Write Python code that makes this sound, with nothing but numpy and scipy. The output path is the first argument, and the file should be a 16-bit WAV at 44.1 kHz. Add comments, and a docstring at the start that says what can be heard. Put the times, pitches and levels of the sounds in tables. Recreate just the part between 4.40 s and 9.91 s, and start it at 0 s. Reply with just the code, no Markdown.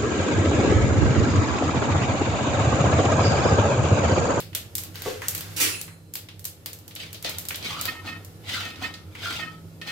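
"""In a small tiled kitchen, an appliance hums while mustard seeds pop in hot oil in a clay pot.
Each husk splits with a crack and a snap of steam, and fine bubbles fizz around the seeds.
A spice jar's lid rubs and comes off with a hollow plop; steel clatters as a ladle is fetched.
The ladle taps the pot and scrapes round it in three turns, catching on the grains of the clay,
squeaking, and ringing each time it slips."""
import sys
import numpy as np
from scipy import signal
from scipy.fft import rfft, irfft, next_fast_len
from scipy.io import wavfile
from scipy.ndimage import uniform_filter1d, map_coordinates

SR = 44100
rng = np.random.default_rng(int(sys.argv[2]) if len(sys.argv) > 2 else 0)


def to_wav(s):
    """Save 16-bit WAV."""
    ch = np.atleast_2d(s).T  # columns
    pcm = np.round(np.clip(ch, -1, 1) * 32767)  # PCM
    wavfile.write(sys.argv[1], SR, pcm.astype(np.int16))


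N = 242991
TIME = np.arange(N) / SR  # seconds into the scene
AGE = np.arange(SR * 3 // 5) / SR  # seconds into one short sound

# Levels in the tables are relative. A "decay" is the time a sound takes to fade by 60 dB.
# How long the tiled room echoes: f/Hz, decay/s
ROOM_DECAY = [(200, 0.47), (1000, 0.41), (3500, 0.33), (9000, 0.27), (16000, 0.21)]
# Tone colour of the low rush of air: f/Hz, level/dB
AIR_SPECTRUM = [(15, -24), (25, -15), (58, -12.5), (102, 1), (257, -10.5), (486, -10.5), (918, -29),
                (1200, -60), (2360, -46), (2500, -49), (3250, -68), (5500, -120)]
# The appliance's drone: f/Hz, level/dB, half width/Hz
HUM_BANDS = [(99.2, -52.5, 4.6), (94.3, -50, 7.4), (164.1, -54, 1.75), (313.7, -59.5, 12)]
# How strongly the oil fizzes: t/s, level/dB
FIZZ_LEVELS = [(0, -58.5), (1.1, -46), (1.6, -61.5), (3.0, -53.5), (3.35, -49), (3.6, -54), (4.7, -58),
               (5.5, -57)]
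# Tone colour of the bubbles: f/Hz, level/dB
FIZZ_SPECTRUM = [(800, 0.5), (2500, -4.5), (5000, -4.5), (9000, -8), (12500, -2.5), (15500, -11),
                 (18000, -41)]
# Twists of the lid: t/s at full pressure, rise/s, hold/s, level/dB
LID_TWISTS = [(0.545, 0.012, 0.05, -43), (0.657, 0.081, 0.034, -34.5), (0.817, 0.0072, 0.42, -39)]
# Tone colour of the lid rubbing on the rim: f/Hz, level/dB
RUB_SPECTRUM = [(350, -34), (600, -5), (1040, -7.5), (1520, 2), (6960, -4), (9880, -10), (13100, -7),
                (15000, -12.5)]
# Tones of the air inside the jar: f/Hz, level/dB, decay/s
JAR_TONES = [(447.4, -2.5, 0.2), (424, -5, 0.28), (506, -7, 0.4), (725, -11, 0.13), (930, -3, 0.053),
             (1112, -6, 0.084)]
# Steel sliding on steel: t/s, level/dB, swell/s, decay/s
STEEL_SLIDES = [(1.163, -24, 0.00039, 0.5), (1.197, -9.5, 0.004, 0.14), (1.215, -11, 0.041, 0.25)]
# Tone colour of that sliding: f/Hz, level/dB
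SLIDE_SPECTRUM = [(120, -35), (200, -36), (299, -0.5), (491, -11), (548, -10.5), (749, -18.5), (791, -15.5),
                  (2050, -4), (2330, -3), (3690, -6.5), (4350, -4), (12600, -6.5), (16000, -6)]
# Tones of the steel left ringing: f/Hz, level/dB, decay/s
STEEL_TONES = [(2426, 12, 0.33), (2660, -2, 0.68), (4100, -4, 0.99), (6900, 0, 0.72), (8100, 6, 0.71),
               (10500, 10, 0.58)]
# Knocks of the ladle and the jar: t/s, level/dB, f/Hz at the centre of the tap
KNOCK_HITS = [(0.13, -44, 2800), (0.1485, -29, 3450), (0.8183, -31.5, 1780), (1.478, -43, 1940),
              (1.886, -40.5, 3500), (2.5087, -45.5, 3320), (2.5606, -35.5, 3650), (2.6318, -40, 2400),
              (2.744, -37.5, 4120), (2.8456, -27.5, 4100), (2.847, -36, 600), (3.106, -30.5, 2420),
              (3.1438, -31, 3600), (3.226, -37, 3950), (4.093, -31.5, 3100), (4.357, -44, 3700),
              (4.5387, -38.5, 4170), (4.7513, -38, 2280), (5.4141, -37, 3340)]
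# Tone colour of a knock's tap: f/centre f, level/dB
TAP_SHAPE = [(1 / 6, -22), (1 / 2, -8), (1, 0), (1.33, -5), (2, -16), (5, -24)]
# Tone colour of a knock's thud: f/Hz, level/dB
THUD_SPECTRUM = [(80, -8), (300, -20), (650, 13), (1500, -22), (5000, -79)]
# Squeaks of steel: t/s, level/dB, length/s, start f/Hz, end f/Hz
SQUEAK_GLIDES = [(1.322, -30, 0.046, 2690, 2690), (3.287, -34.5, 0.14, 1080, 1348),
                 (4.131, -30.5, 0.063, 1580, 1310), (4.829, -30.5, 0.094, 1564, 1368)]
# Ladle strokes: t/s at full pressure, rise/s, hold/s, scrape level/dB, grind level/dB, ring level/dB
LADLE_STROKES = [(2.602, 0.023, 0.0072, -35.5, -51, -73), (2.844, 0.0033, 0.047, -32, -39.5, -49),
                 (3.248, 0.069, 0.25, -31.5, -37.5, -32), (3.667, .06, 0.027, -41, -39.5, -34),
                 (4.093, 0.06, 0.16, -30.5, -38.5, -34), (4.428, .08, 0.0228, -37.5, -40, -33),
                 (4.852, .13, 0.16, -31.5, -37.5, -32), (5.416, 0.0022, 0.0054, -52, -60, -47.5),
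                 (5.478, 0.033, .02, -36, -43, -35)]
# Tone colour of the bright scraping on clay: f/Hz, level/dB
SCRAPE_SPECTRUM = [(150, -17), (280, -14), (480, -4.5), (800, -21), (1600, -15.5), (2200, 1.5),
                   (2700, -2.5), (3200, 3), (4400, -1), (5500, -8), (8000, -14), (11000, -19.5),
                   (16000, -16)]
# Tone colour of the low grinding on clay: f/Hz, level/dB
GRIND_SPECTRUM = [(90, -20), (170, -3), (260, 1.5), (420, -13), (800, -5), (1100, -6), (1400, -1),
                  (1800, -13), (2300, -8.5), (6000, -56)]
# Tones of the ladle's steel bowl, lowest first: f/Hz, level/dB, decay/s
LADLE_TONES = [(1292, -3, 0.34), (1841, 7.5, 0.23), (2134, -7.5, 0.33), (2566, 8.5, 0.16), (3050, -8, 0.33),
               (3920, -24.5, 0.33), (4340, 3.5, 0.089), (5275, -13, 0.21)]
# Seed pops, and one faint tick just before the louder pop at 2.05 s: t/s, crack level/dB, snap level/dB
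POPS_AND_TICK = [(0.0014, -28, -27.5), (0.1492, -17, -38), (0.3524, -18, -34), (0.381, -21, -29.5),
                 (0.4354, -29, -33.5), (0.5554, -36.5, -30), (0.6196, -30, -30.5), (0.883, -14.5, -45),
                 (0.949, -21, -28.5), (0.9783, -25.5, -39), (1.0075, -27.5, -30), (1.413, -25, -34),
                 (1.7371, -26, -47), (1.7537, -23.5, -27), (1.9936, -36.5, -45), (2.0425, -30, -48),
                 (2.0519, -21, -32.5), (2.2595, -25.5, -26.5), (2.3306, -30.5, -41), (2.387, -41.5, -50),
                 (2.4786, -35, -41.5), (2.5516, -31, -50), (2.729, -31, -36), (2.8253, -31.5, -38),
                 (2.8942, -25, -34), (2.9839, -22, -31), (3.052, -32, -35), (3.0854, -21, -28),
                 (3.1568, -27, -41), (3.4115, -20.5, -29), (3.454, -23, -21), (3.847, -36.5, -47)]
# Tone colour of a husk cracking: f/Hz, level/dB
CRACK_SPECTRUM = [(500, -26.5), (2500, -10.5), (5000, -2), (7500, 2.5), (10000, -0.5), (13000, 7.5),
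                  (15500, 0.5), (18000, -3)]
# Tone colour of the snap of steam: f/Hz, level/dB
SNAP_SPECTRUM = [(150, -21), (500, 0.5), (900, -7.5), (1800, -2), (3300, 2), (5000, 2.5), (8000, -32),
                 (16000, -1)]


def amp(db):
    """Turn decibels into a number to multiply a sound by."""
    return 10 ** (np.asarray(db) / 20)


def unit(x):
    """Scale a signal to an average power of 1."""
    return x / np.sqrt(np.mean(x ** 2) + 1e-20)


def pan(right_db):
    """Left and right gains that make the right side right_db louder than the left."""
    return amp([[-right_db / 2], [right_db / 2]])


def look_up(points, hz):
    """Read between the rows of a (frequency, value) table, on a scale of octaves."""
    freqs, values = np.transpose(points)
    return np.interp(np.log(hz + 1), np.log(freqs + 1), values)


def wobble(rate):
    """A smooth curve through `rate` random values a second."""
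    return map_coordinates(rng.standard_normal(int(N * rate / SR) + 4), [TIME * rate])


def fade(decay_s, t=AGE):
    """A curve that falls by 60 dB in decay_s seconds."""
    return np.exp(-np.log(1000) * t / decay_s)


def add(track, start_s, sound):
    """Mix a sound into a track at the given time."""
    part = track[..., max(round(start_s * SR), 0):][..., :sound.shape[-1]]
    part += sound[..., :part.shape[-1]]


def colour(x, spectrum):
    """Give a sound a tone colour; white noise keeps its power."""
    n = x.shape[-1]
    size = 2 * next_fast_len(n // 2 + 2048)
    gain = unit(amp(look_up(spectrum, np.fft.rfftfreq(size, 1 / SR))))
    cepstrum = irfft(np.log(gain + 1e-6))
    # Folding onto the first half makes the filter ring after a click, never before it.
    cepstrum[1:size // 2] *= 2
    cepstrum[size // 2 + 1:] = 0
    return irfft(rfft(x, size) * np.exp(rfft(cepstrum)), size)[..., :n]


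def grains(rate, spread_db, size=N):
    """Tiny random clicks of uneven strength, about `rate` a second."""
    hits = rng.random(size) < rate / SR
    signs = rng.choice([-1, 1], size)
    strengths = amp(spread_db * np.clip(rng.standard_normal(size), -2, 2))
    return unit(hits * signs * strengths)


def ring(tones, swell_s, roughness, touch_s=0.35):
    """An object's own fading tones, which waver while the parts touch and then settle."""
    hz, db, decay_s = np.transpose(tones)[:, :, None]
    jostle = rng.standard_normal((len(hz), len(AGE))) * fade(touch_s)
    wander = np.cumsum(jostle, 1) / np.sqrt(SR)
    phase = 2 * np.pi * (hz * AGE + rng.random(hz.shape) + roughness * wander)
    level = amp(db + rng.standard_normal(hz.shape))
    return np.sum(level * fade(decay_s) * np.sin(phase), 0) * (1 - np.exp(-AGE / swell_s))


def spread(x):
    """A ringing tone reaches left and right a sixth of a cycle apart."""
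    turn = np.exp(1j * np.pi / 6 * np.array([[1], [-1]]))
    return np.real(signal.hilbert(x, next_fast_len(N))[:N] * turn)


def room_echo():
    """The kitchen's echo of a click, left and right: noise whose treble dies first."""
    hz, t, bands = signal.stft(rng.standard_normal((2, len(AGE))), SR, nperseg=256)
    bands = bands * fade(look_up(ROOM_DECAY, hz)[:, None], t)
    echo = signal.istft(bands, SR, nperseg=256)[1][:, :len(AGE)]
    return echo / np.linalg.norm(echo[0])


def in_room(x, echo_db):
    """A sound with its echoes, at about the same power."""
    echo = signal.fftconvolve(x[None], room_echo(), axes=1)[:, :len(x)]
    return (x + amp(echo_db) * echo) / np.hypot(1, amp(echo_db))


def burst(scatter_db, scatter_s, echo_db):
    """A faint tick, then a click with its bounce off the pot, scatter off the stove and room echo."""
    scatter = rng.standard_normal((2, len(AGE))) * fade(scatter_s)
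    click = amp(scatter_db) * scatter / np.linalg.norm(scatter[0]) + amp(echo_db) * room_echo()
    for side, bounce_s in zip(click, rng.uniform(.0008, .0012, 2)):
        side[rng.integers(5)] += 1
        side[round(bounce_s * SR)] += .6
    tick = np.zeros((2, round(.0009 * SR)))
    tick[:, 0] = 0.19
    return np.hstack([tick, click])


def pressure_db(peak_s, rise_s, hold_s, rise_db=28.5, sag_db_per_s=34, release_db_per_s=158):
    """A hand bears down to 0 dB at peak_s, slackens through the hold, then eases off."""
    since = TIME - peak_s
    return (-rise_db * np.maximum(-since, 0) / rise_s
            - sag_db_per_s * np.clip(since, 0, hold_s)
            - release_db_per_s * np.maximum(since - hold_s, 0))


def moving_contact(x, depth_db):
    """Narrow peaks, mostly below 6 kHz, come and go as the touching point moves; loudness stays."""
    hz, _, bands = signal.stft(x, SR, nperseg=512)
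    drift = uniform_filter1d(rng.standard_normal(bands.shape[1:]), size=3, axis=0)  # smooth in pitch
    drift = unit(uniform_filter1d(drift, size=5, axis=1))  # and in time
    gain = amp(depth_db * np.clip(drift, -1.5, 1.5) / np.hypot(1, (hz[:, None] / 6000) ** 2))
    gain /= np.sqrt(uniform_filter1d(gain ** 2, size=17, axis=0))
    return unit(signal.istft(bands * gain, nperseg=512)[1][:, :N])


def air_and_appliance():
    """A low rush of air and an appliance's drone; both sink for a second before the stirring."""
    middle, side = colour(rng.standard_normal((2, N)), AIR_SPECTRUM)
    air = amp(-53) * np.array([middle + amp(-12) * side, middle - amp(-12) * side])
    freqs = np.fft.rfftfreq(N, 1 / SR)
    hum = np.zeros(N)
    for hz, db, width_hz in HUM_BANDS:
        narrow_noise = rfft(rng.standard_normal(N)) / (1 + ((freqs - hz) / width_hz) ** 2)
        hum += amp(db) * unit(irfft(narrow_noise, N))
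    level = amp(np.interp(TIME, [1.2, 1.6, 2.4, 3.1], [4, 0, 0, 4]))
    return level * (air + amp(-2.5) * hum * pan(right_db=3))


def oil_fizz():
    """Fine bubbles fizz round the seeds, each one a tiny click."""
    times, levels_db = np.transpose(FIZZ_LEVELS)
    level = uniform_filter1d(amp(np.interp(TIME, times, levels_db)), 256)
    bubbles = colour(grains(4000, spread_db=2), FIZZ_SPECTRUM)
    return in_room(level * bubbles, echo_db=29)


def spice_jar(plop_s=.656):
    """The lid rubs on the rim, then lets go and sets the air in the jar ringing."""
    plop = np.zeros(N)
    add(plop, plop_s, amp(-19) * ring(JAR_TONES, swell_s=0.0075, roughness=2.86, touch_s=1.0))
    twist = sum(amp(db + pressure_db(t, rise_s, hold_s)) for t, rise_s, hold_s, db in LID_TWISTS)
    rub = twist * amp(-1) * colour(grains(2700, spread_db=3), RUB_SPECTRUM)
    return in_room(plop, echo_db=-4.5) + in_room(rub, echo_db=3.5)


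def steel_clatter(ring_s=1.2):
    """Steel slides over steel in a rush of tiny contacts and is left ringing as it swings."""
    rush, chime = np.zeros((2, N))
    for t, db, swell_s, decay_s in STEEL_SLIDES:
        level = amp(db) * fade(decay_s) * (1 - np.exp(-AGE / swell_s))
        add(rush, t, level * grains(7000, spread_db=-4, size=len(AGE)))
    add(chime, ring_s, amp(-37) * ring(STEEL_TONES, swell_s=0.018, roughness=2.5, touch_s=3.5))
    swing = amp(3 * np.array([wobble(35), wobble(35)]))
    slide = in_room(colour(rush, SLIDE_SPECTRUM), echo_db=11.5)
    return (slide + swing * spread(chime)) * pan(right_db=2)


def knocks():
    """The ladle and the jar knock: each blow is a dull tap over a low thud."""
    track = np.zeros((2, N))
    for t, db, centre_hz in KNOCK_HITS:
        blow = burst(scatter_db=10.5, scatter_s=0.051, echo_db=12.5)
        tap = colour(blow, [(centre_hz * ratio, gain_db) for ratio, gain_db in TAP_SHAPE])
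        thud = colour(blow, THUD_SPECTRUM)
        add(track, t, amp(db + 13) * tap + amp(db - 3) * thud)
    return track


def steel_squeaks(jitter_hz=130):
    """Steel sticks and slips, making unsteady tones that glide as the touching point moves."""
    track = np.zeros(N)
    for t, db, length_s, start_hz, end_hz in SQUEAK_GLIDES:
        progress = np.linspace(0, 1, round(length_s * SR))
        jitter = unit(uniform_filter1d(rng.standard_normal(len(progress)), size=60))
        hz = start_hz + (end_hz - start_hz) * progress + jitter_hz * jitter
        arch = np.sqrt(4 * progress * (1 - progress))
        add(track, t, amp(db - 1) * arch * np.sin(2 * np.pi * np.cumsum(hz) / SR))
    flutter = unit(amp(3.4 * wobble(150)))
    return in_room(track * flutter, echo_db=-1.5)


def ladle_stirring(slip_lead_s=.022, rebound_s=.075, rebound_db=-12, lift_s=5.06):
    """The rim catches on grains of clay; as each stroke ends it slips, and the steel bowl rings."""
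    scrape_level, grind_level, bowl = np.zeros((3, N))
    for t, rise_s, hold_s, scrape_db, grind_db, ring_db in LADLE_STROKES:
        press_db = pressure_db(t, rise_s, hold_s)
        scrape_level += amp(scrape_db + press_db)
        grind_level += amp(grind_db + 0.65 * press_db)  # grinding follows the hand less closely
        slip_s = t + max(hold_s - slip_lead_s, 0)
        grind_level += amp(ring_db - 9.5 + pressure_db(slip_s, 0.045, 0))  # the slip jolts the pot
        # The bowl rings at the slip, then bounces and touches again more softly.
        for start_s, db in [(slip_s, ring_db), (slip_s + rebound_s, ring_db + rebound_db)]:
            add(bowl, start_s, amp(db) * ring(LADLE_TONES, swell_s=min(.017, rise_s), roughness=1.9))
    # Lifted clear, the ladle rings on with its lowest tone.
    add(bowl, lift_s, amp(-30) * ring(LADLE_TONES[:1], swell_s=0.014, roughness=0.55))
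    catching = unit(amp(3.5 * np.clip(wobble(110), -1.5, 1.5)))
    scrape_grit = in_room(catching * grains(2000, spread_db=4), echo_db=5)
    scrape = scrape_level * colour(moving_contact(scrape_grit, depth_db=4), SCRAPE_SPECTRUM)
    grind_grit = in_room(catching * grains(2000, spread_db=5), echo_db=-2)
    grind = grind_level * colour(moving_contact(grind_grit, depth_db=3.5), GRIND_SPECTRUM)
    shimmer = amp(4.84 * np.array([wobble(60), wobble(60)]))
    return scrape + amp(-5) * grind + spread(bowl) * shimmer


def popping_seeds():
    """Husks split with a bright crack and a lower snap of steam; a faint tick leads the 2.05 s pop."""
    cracks, snaps = np.zeros((2, 2, N))
    for t, crack_db, snap_db in POPS_AND_TICK:
        add(cracks, t, amp(crack_db + 14) * burst(scatter_db=1.5, scatter_s=0.027, echo_db=5))
        add(snaps, t, amp(snap_db + 10) * burst(scatter_db=7.5, scatter_s=0.015, echo_db=10.5))
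    pops = colour(cracks, CRACK_SPECTRUM) * pan(right_db=2.4) + colour(snaps, SNAP_SPECTRUM)
    return pops * pan(right_db=-2)  # the pot sits a little to the left


def scene():
    """All the kitchen's sounds together, in stereo."""
    return (popping_seeds() + knocks() + spice_jar() + steel_clatter() + ladle_stirring()
            + steel_squeaks() + oil_fizz() + air_and_appliance())


def record(dry):
    """Cut away the very highest treble."""
    cutoff_hz = 15850
    size = next_fast_len(N + SR // 2)
    freqs = np.fft.rfftfreq(size, 1 / SR)
    return irfft(rfft(dry, size) / (1 + (freqs / cutoff_hz) ** 110), size)[:, :N]


dry = scene()
out = record(dry)
to_wav(out)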